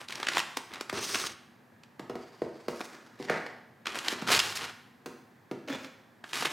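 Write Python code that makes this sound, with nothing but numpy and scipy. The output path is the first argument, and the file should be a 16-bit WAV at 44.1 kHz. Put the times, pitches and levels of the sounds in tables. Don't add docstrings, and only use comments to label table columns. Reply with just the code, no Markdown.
import sys
import numpy as np
from scipy import signal
from scipy.fft import rfft, irfft
from scipy.io import wavfile

SR = 44100
rng = np.random.default_rng(int(sys.argv[2]) if len(sys.argv) > 2 else 0)


def wav_record(signal):
    frames = np.transpose(np.atleast_2d(signal))
    bounded = np.clip(frames, -1, 1)
    quanta = np.round(bounded * 32767).astype(np.int16)
    wavfile.write(sys.argv[1], SR, quanta)


N = 287532
TIME = np.arange(N) / SR

# frequency in Hz, gain in dB.
AIR_EQ = [(15, -81.5), (25, -67), (114, -8.5), (175, -13.5), (236, -6), (285, -18.5), (317, -15),
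          (607, -21), (818, -19), (1440, -25.5), (1650, -20), (2760, -34), (10700, -46), (14400, -42),
          (16000, -52.5)]
ECHO_EQ = [(100, 12.5), (400, -0.5), (1000, 2.5), (2000, 3.5), (4000, 0.5), (8000, 3.5), (15000, -4)]
CARTON_WALL_EQ = [(100, 6), (4000, -2), (8000, -3.5), (14000, -22.5)]
SIDE_EQ = [(25, -21), (100, -28.5), (500, -15.5), (2000, -15), (5000, -21), (10000, -31.5), (15000, -38)]
# frequency in Hz, rms level in dB.
HUM_TONES = [(143, -79), (247, -73)]
# frequency in Hz, time to fall 60 dB in seconds.
ECHO_DECAY = [(150, 0.38), (400, 0.6849), (1000, 0.8), (2000, 0.6946), (4000, 0.73), (8000, 0.54),
              (15000, 0.97)]

# frequency in Hz, relative gain in dB.
RUMBLE_EQ = [(30, -30.5), (60, -16), (95, -3), (200, -1.5), (350, 5), (700, -30), (2000, -73)]
RUSTLE_EQ = [(60, -29.5), (120, -20.5), (330, 0.5), (600, -1.5), (1130, 4), (2300, 0), (4100, -5),
             (8100, -14), (12400, -20), (16000, -30.5)]
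DRAG_EQ = [(59, -40.5), (100, 1), (170, -17.5), (202, -10), (271, -8.5), (398, -0.5), (595, -7.5),
           (752, -1), (818, -1), (1520, 0.5), (4470, -1.5), (12100, -16.5), (16000, -27)]
SLIDE_EQ = [(60, -22), (110, -4), (250, -15), (380, 3), (600, -6), (850, -5), (1150, -0.5), (2000, -4),
            (3500, -5.5), (5400, -4.5), (6300, -4), (7300, -14), (8700, -10.5), (10500, -18.5),
            (16000, -26.5)]
GRAZE_EQ = [(100, -30), (1000, 0), (2250, -6), (3000, -8), (4100, -10), (4700, -0.5), (5400, -10),
            (8500, -17), (11000, -22), (15000, -28)]
SCUFF_EQ = [(120, -21), (300, 10), (700, 1), (1700, 4), (3000, -4), (5500, -2.5), (8000, -10), (15000, -19)]
SKID_EQ = [(40, -61), (90, -21), (170, -2.5), (500, 1.5), (900, -2), (1300, -7.5), (1950, 0), (2500, -11),
           (4500, -13.5), (8000, -26.5), (15000, -40.5)]
SHOVE_EQ = [(40, -48), (120, -26), (200, -15), (265, 8), (380, -14), (520, -1), (700, -13.5), (1200, -13.5),
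            (2200, -13.5), (3000, -17), (6000, -22), (9000, -34), (15000, -37)]
CLICK_EQ = [(40, -44), (150, -9), (600, 6.5), (1900, -4), (3000, -10), (5000, -10.5), (9000, -21.5),
            (15000, -25.5)]
SNAP_EQ = [(60, -38.5), (250, 3.5), (600, -2), (2000, 2.5), (5000, 0), (9000, -7.5), (15000, -18.5)]

# start in seconds, length in seconds, relative level in dB,
# swell from start to end in dB, brightness in dB, name of the contact.
STROKES = [(0.0, 0.043, -50.5, -6, 1.5, "rustle"), (0.09, 0.16, -46.5, 2.5, -2, "rustle"),
           (0.277, 0.12, -41, 9, 0, "rustle"), (0.703, 0.084, -46, 1, -13, "rustle"),
           (0.927, 0.068, -37, 7, -6.5, "slide"), (1.001, .13, -41, 0, 6.5, "slide"),
           (1.129, .14, -40, -3.5, 5.5, "slide"), (1.283, 0.039, -46, 2, -2, "slide"),
           (2.12, 0.51, -59.5, 0, -4, "graze"), (2.68, 0.16, -55.5, 9, 5.5, "scuff"),
           (2.887, 0.44, -59.5, -12, -10, "scuff"), (3.186, 0.068, -53.5, 3, 11.5, "skid"),
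           (3.275, .11, -37, -2.5, -7, "skid"), (3.458, .008, -46.5, 9, 2, "skid"),
           (3.863, 0.077, -46, 0, -4.5, "rustle"), (3.941, 0.038, -38.5, -0.5, 0, "rustle"),
           (3.992, .1, -45.5, 8, 2.5, "rustle"), (4.097, 0.031, -39, 3.5, 4, "rustle"),
           (4.14, 0.21, -48.5, -6.5, -7.5, "rustle"), (4.266, 0.041, -27.5, 9, -5.5, "drag"),
           (4.309, 0.068, -24, -8, 1, "drag"), (4.426, 0.102, -38, -4.5, 0, "drag"),
           (4.549, 0.027, -38, -5, 8, "drag"), (4.581, 0.073, -36, 2.5, -8, "drag"),
           (4.665, 0.035, -43, 7, -14, "drag"), (5.672, 0.082, -38.5, 6, -5, "shove"),
           (5.779, 0.095, -56.5, 3, 6.5, "shove"), (6.236, .085, -60, 8, 9, "rustle"),
           (6.335, 0.1, -40.5, 1, 9.5, "rustle"), (6.443, 0.015, -31, 2.5, 2.5, "rustle"),
           (6.488, .05, -43, 8, 6, "rustle")]
# frequency in Hz, relative level in dB, 60 dB decay in seconds.
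PANEL_MODES = [(146, -17.5, 0.099), (250, -18.5, 0.28), (341, -15.5, 0.14), (401.6, -15.5, 0.14),
               (491, -15, 0.14), (599, -24.5, 0.15), (783, -26, 0.17), (947, -25, 0.23), (2270, -22, 0.044)]
# start in seconds, thud level in dB, thud pitch
# in Hz, relative click level in dB, click lift at 5 kHz in dB, ring trim in dB.
BOX_HITS = [(0.927, -31.5, 297, -34, 0, 8), (1.994, -33.5, 296, -39, -4.5, 8),
            (2.096, -28.5, 400, -37.5, -7, 10.5), (2.154, -29.5, 445, -39.5, -4, 11.5),
            (2.418, -17, 491, -37, -8.5, 3), (2.682, -20.5, 447, -33, -2.5, 6.5),
            (3.198, -29, 346, -47, -1, 11), (3.297, -14, 1770, -25.5, -9.5, -6.5),
            (3.300, -19.5, 435, -40, 2, 1.5), (4.125, -26.5, 389.3, -38, -5, -3),
            (4.220, -29, 260, -35.5, -2, -3), (4.302, -23, 712, -33, 15, 5),
            (5.059, -30.5, 394, -38, 4, 10), (5.512, -27.5, 296, -39, -4, 12),
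            (5.702, -40, 287, -45, 5, 13)]
# start in seconds, relative level in dB, tone centre in Hz,
# treble shelf in dB.
LOUD_CREASES = [(0.085, -26.5, 3160, 8), (0.106, -26, 2020, 10), (0.124, -23, 2490, 19),
                (0.155, -25, 4240, 5), (0.2, -24, 1070, 7), (0.23, -17.5, 1450, -4),
                (0.269, -14.5, 2920, -18.5), (0.286, -10.5, 2490, -8.5), (0.37, -9, 1060, -1),
                (0.381, -13, 1750, 21), (0.392, -17, 4270, 5), (0.401, -16.5, 2100, 5),
                (0.571, -14.5, 640, 15.5), (0.737, -29.5, 1750, 22), (0.757, -30, 2000, -4),
                (0.81, -19, 654, 17), (0.897, -18, 1090, 10), (1.146, -14.5, 2240, -8),
                (1.155, -14, 1190, 0), (1.239, -21, 1140, -23), (1.268, -21, 3720, 19),
                (1.835, -39, 2430, 3), (2.806, -20.5, 505, -12), (2.812, -22.5, 570, -5),
                (3.857, -22.5, 1730, -8.5), (3.869, -15, 2030, -12.5), (3.988, -21, 2510, 15),
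                (4.083, -11, 2570, 10), (4.348, -11, 3330, 3), (4.392, -8.5, 4250, -1),
                (4.4, -9, 2120, 6.5), (5.846, -29, 1850, -4), (6.241, -26, 1320, -25.5),
                (6.332, -18, 1676, 6), (6.424, -15.5, 1360, -29), (6.456, -17, 3400, -10)]


def gain_of(db):
    return 10 ** (np.asarray(db) / 20)


def unit_rms(x):
    return x / np.sqrt(np.mean(x ** 2) + 1e-20)


def curve_at(points, hz):
    f, value = np.transpose(points)
    return np.interp(np.log(hz + 1), np.log(f + 1), value)


def add(mix, start, sound):
    part = mix[max(round(start * SR), 0):][:len(sound)]
    part += sound[:len(part)]


def pulse(db_at, size=2048):
    log_gain = np.log(gain_of(db_at(abs(np.fft.fftfreq(size, 1 / SR)))))
    wave = np.fft.ifft(np.exp(np.conj(signal.hilbert(log_gain)))).real[:size // 2]
    return wave / np.linalg.norm(wave)


def equalise(x, eq):
    return signal.oaconvolve(x, pulse(lambda hz: curve_at(eq, hz), size=8192))[:len(x)]


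def wander(per_s):
    return unit_rms(np.interp(TIME * per_s, np.arange(N), rng.standard_normal(N)))


def room_tone():
    air = gain_of(-60) * unit_rms(equalise(rng.standard_normal(N), AIR_EQ))
    hum = np.zeros(N)
    for hz, db in HUM_TONES:
        waver = 1 + 0.38 * wander(6.4)
        hum += gain_of(db) * waver * np.sqrt(2) * np.sin(2 * np.pi * hz * TIME + wander(10))
    return air + hum


def kitchen_echo(send, build_s=0.0077):
    hz, t, bands = signal.stft(rng.standard_normal(SR), SR, nperseg=256)
    bands *= gain_of(curve_at(ECHO_EQ, hz)[:, None] - 60 * t / curve_at(ECHO_DECAY, hz)[:, None])
    build = 1 - np.exp(-(TIME[:SR] / build_s) ** 2)
    tail = signal.istft(bands, SR, nperseg=256)[1][:SR] * build
    return signal.fftconvolve(send, tail / np.sqrt(SR / 20))[:N]


def carton_rumble(push, haul, draw, jerk_s=0.0083):
    pole = np.exp(-1 / (jerk_s * SR))
    jerk = np.maximum(draw - signal.lfilter([1 - pole], [1, -pole], draw), 0)
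    force = gain_of(-11) * push + gain_of(-20) * haul + gain_of(-14) * draw + gain_of(-1) * jerk
    return force * unit_rms(equalise(rng.standard_normal(N), RUMBLE_EQ))


def card_squeak(start=5.705, length_s=0.063, hz=3450, width_hz=400, db=-47):
    phase = 2 * np.pi * hz * TIME
    tone = wander(width_hz) * np.cos(phase) + wander(width_hz) * np.sin(phase)
    progress = np.clip((TIME - start) / length_s, 0, 1)
    return gain_of(db) * tone * np.sqrt(abs(np.sin(np.pi * progress)))


def flutter(noise, t60, tail_db, tail_t60, rise_s):
    t = np.arange(len(noise)) / SR
    swell = 1 - np.exp(-(t / rise_s) ** 2)
    return noise * swell * (gain_of(-60 * t / t60) + gain_of(tail_db - 60 * t / tail_t60))


def strokes(contact, attack_s, release_s):
    power, treble = np.full(N, 1e-20), np.zeros(N)
    for start, length, db, swell_db, bright_db, kind in STROKES:
        if kind == contact:
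            t = TIME - start
            held = gain_of(db + swell_db * (np.clip(t / length, 0, 1) - 0.5))
            attack = np.clip(t / attack_s, 0, 1)
            release = np.exp(-np.clip((t - length) / release_s, 0, 20))
            stroke_power = (held * attack * release) ** 2
            power += stroke_power
            treble += stroke_power * gain_of(bright_db)
    return np.sqrt(power), treble / power


def friction(envelopes, eq, slips_per_s, spread_db, hiss_db, clump_db, clumps_per_s, db):
    level, treble = envelopes
    sizes = gain_of(spread_db * np.minimum(rng.exponential(1, N), 3.5))
    slips = sizes * (rng.random(N) < slips_per_s / SR)
    one_slip = flutter(np.ones(500), t60=0.0028, tail_db=-14.5, tail_t60=0.012, rise_s=0.00029)
    power = abs(signal.oaconvolve(slips ** 2, one_slip ** 2)[:N])
    grit = np.sqrt(power / power.mean() + gain_of(hiss_db) ** 2) * rng.standard_normal(N)
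    rub = unit_rms(equalise(grit * gain_of(clump_db * wander(clumps_per_s)), eq))
    dull = signal.sosfiltfilt(signal.butter(1, 3500, fs=SR, output="sos"), rub)
    return gain_of(db) * level * (dull + treble * (rub - dull))


def box_scrapes():
    graze = friction(strokes("graze", attack_s=0.077, release_s=0.043), GRAZE_EQ, slips_per_s=820,
                     spread_db=3, hiss_db=1, clump_db=4.5, clumps_per_s=51, db=-0.5)
    scuff = friction(strokes("scuff", attack_s=0.014, release_s=0.032), SCUFF_EQ, slips_per_s=460,
                     spread_db=0.5, hiss_db=-3.5, clump_db=5, clumps_per_s=70, db=2.5)
    skid = friction(strokes("skid", attack_s=0.007, release_s=0.0098), SKID_EQ, slips_per_s=580,
                    spread_db=0.5, hiss_db=-6, clump_db=3, clumps_per_s=97, db=0.5)
    shove = friction(strokes("shove", attack_s=0.0096, release_s=0.008), SHOVE_EQ, slips_per_s=610,
                     spread_db=5, hiss_db=-3, clump_db=-1, clumps_per_s=87, db=2)
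    return graze + scuff + skid + shove


def thud(t, pitch_hz, rise_cycles=1.39, sag=0.49):
    age = t * pitch_hz / rise_cycles
    turns = np.cumsum(pitch_hz * np.exp(sag * (1 - np.minimum(age, 2)))) / SR
    return (age * np.exp(1 - age)) ** 4 * np.sin(2 * np.pi * turns)


def panel_ring(t, pitch_hz, detunes, rise_cycles=1.39):
    ring = np.zeros(len(t))
    for (hz, db, t60), detune in zip(PANEL_MODES, detunes):
        octaves_off = abs(np.log2(hz / pitch_hz))
        decay = gain_of(db - 4.5 * octaves_off - 60 * t / t60)
        ring += decay * np.sin(2 * np.pi * hz * (1 + 0.027 * detune) * t)
    return ring * np.tanh(t * pitch_hz / rise_cycles)


def box_knocks(settle_s=0.01492, settle_db=-41, settle_pitch_ratio=0.8):
    out, t = np.zeros(N), np.arange(9000) / SR
    for start, db, pitch_hz, click_db, treble_db, ring_db in BOX_HITS:
        noise = rng.standard_normal(len(t))
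        ring = gain_of(ring_db - 4) * panel_ring(t, pitch_hz, detunes=noise[::-1])
        edge = pulse(lambda hz: curve_at(CLICK_EQ, hz) + treble_db * 2 * hz / (hz + 5000))
        rattle = flutter(np.sign(noise), t60=0.018, tail_db=-5.5, tail_t60=0.081, rise_s=0.00073)
        click = signal.fftconvolve(rattle, edge)
        add(out, start, gain_of(db) * (thud(t, pitch_hz) + ring))
        add(out, start, 6 * gain_of(click_db + 9) * click / np.linalg.norm(click))
        add(out, start + settle_s, gain_of(settle_db) * thud(t, settle_pitch_ratio * pitch_hz))
    return out


def lesser_creases(push, per_s=40, spread_db=2, mid_hz=2200, spread_octaves=0.8):
    gap, softness, height = rng.random((600, 3)).T
    starts = np.cumsum(-np.log(1 - gap)) / per_s
    push_db = 20 * np.log10(np.interp(starts, TIME, push, right=1e-10))
    levels = push_db + 13.5 - spread_db * (2 * softness - 1)
    centres = mid_hz * 2 ** (spread_octaves * (2 * height - 1))
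    return [(start, db, hz, 0) for start, db, hz in zip(starts, levels, centres) if db > -50]


def crease_snaps(push, lead_in_db=-14, lead_in_s=0.0015, buckle=1.63):
    out, t_before = np.zeros(N), np.arange(-400, 0) / SR
    noises = rng.standard_normal((200, 2400))
    creases = list(LOUD_CREASES) + lesser_creases(push)
    for (start, db, centre_hz, treble_db), noise in zip(creases, noises):
        facet = pulse(lambda hz: curve_at(SNAP_EQ, hz)
                      - 6 * np.log1p(np.log2((hz + 30) / centre_hz) ** 2)
                      + treble_db * hz / (hz + 5000))
        rattle = flutter(np.sign(noise), t60=0.0086, tail_db=-19, tail_t60=0.09, rise_s=0.00072)
        rattle[20] += buckle
        lead_in_noise = gain_of(lead_in_db) * np.exp(t_before / lead_in_s) * noise[-len(t_before):]
        snap = signal.fftconvolve(np.concatenate([lead_in_noise, rattle]), facet)
        add(out, start + t_before[0], 5 * gain_of(db - 2) * snap / np.linalg.norm(snap))
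    return out


def scene():
    push = strokes("rustle", attack_s=0.0073, release_s=0.015)
    haul = strokes("drag", attack_s=0.009, release_s=0.012)
    draw = strokes("slide", attack_s=0.011, release_s=0.014)
    rustle = friction(push, RUSTLE_EQ, slips_per_s=500,
                      spread_db=4, hiss_db=0.5, clump_db=1.5, clumps_per_s=92, db=1.3)
    drag = friction(haul, DRAG_EQ, slips_per_s=2100,
                    spread_db=3.5, hiss_db=-6.5, clump_db=-0.15, clumps_per_s=170, db=-0.04)
    slide = friction(draw, SLIDE_EQ, slips_per_s=2800,
                     spread_db=3.5, hiss_db=0, clump_db=1.36, clumps_per_s=80, db=1.2)
    scrapes = box_scrapes()
    paper = rustle + drag + carton_rumble(push[0], haul[0], draw[0])
    squeak, creases, knocks = card_squeak(), crease_snaps(push[0]), box_knocks()
    send = (gain_of(-10.5) * paper + gain_of(-10) * creases + gain_of(-24) * slide
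            + gain_of(-5) * scrapes + gain_of(-4) * knocks + gain_of(-7) * squeak)
    in_carton = paper + creases + slide
    mid = in_carton + scrapes + squeak + knocks + kitchen_echo(send) + room_tone()
    width = gain_of(curve_at(SIDE_EQ, np.fft.rfftfreq(N, 1 / SR)))
    side = irfft(width * rfft(kitchen_echo(send) + gain_of(8.5) * room_tone()), N)
    add(side, 0.0012, gain_of(-36.5) * equalise(in_carton, CARTON_WALL_EQ))
    return np.array([mid + side, mid - side]) * gain_of([[-0.15], [0.15]])


def record(dry):
    thin = signal.sosfilt(signal.butter(2, 55, "highpass", fs=SR, output="sos"), dry)
    high_cut = signal.firwin(511, 16050, window=("kaiser", 9), fs=SR)
    return signal.oaconvolve(thin, high_cut[None], "same")


dry = scene()
out = record(dry)
wav_record(out)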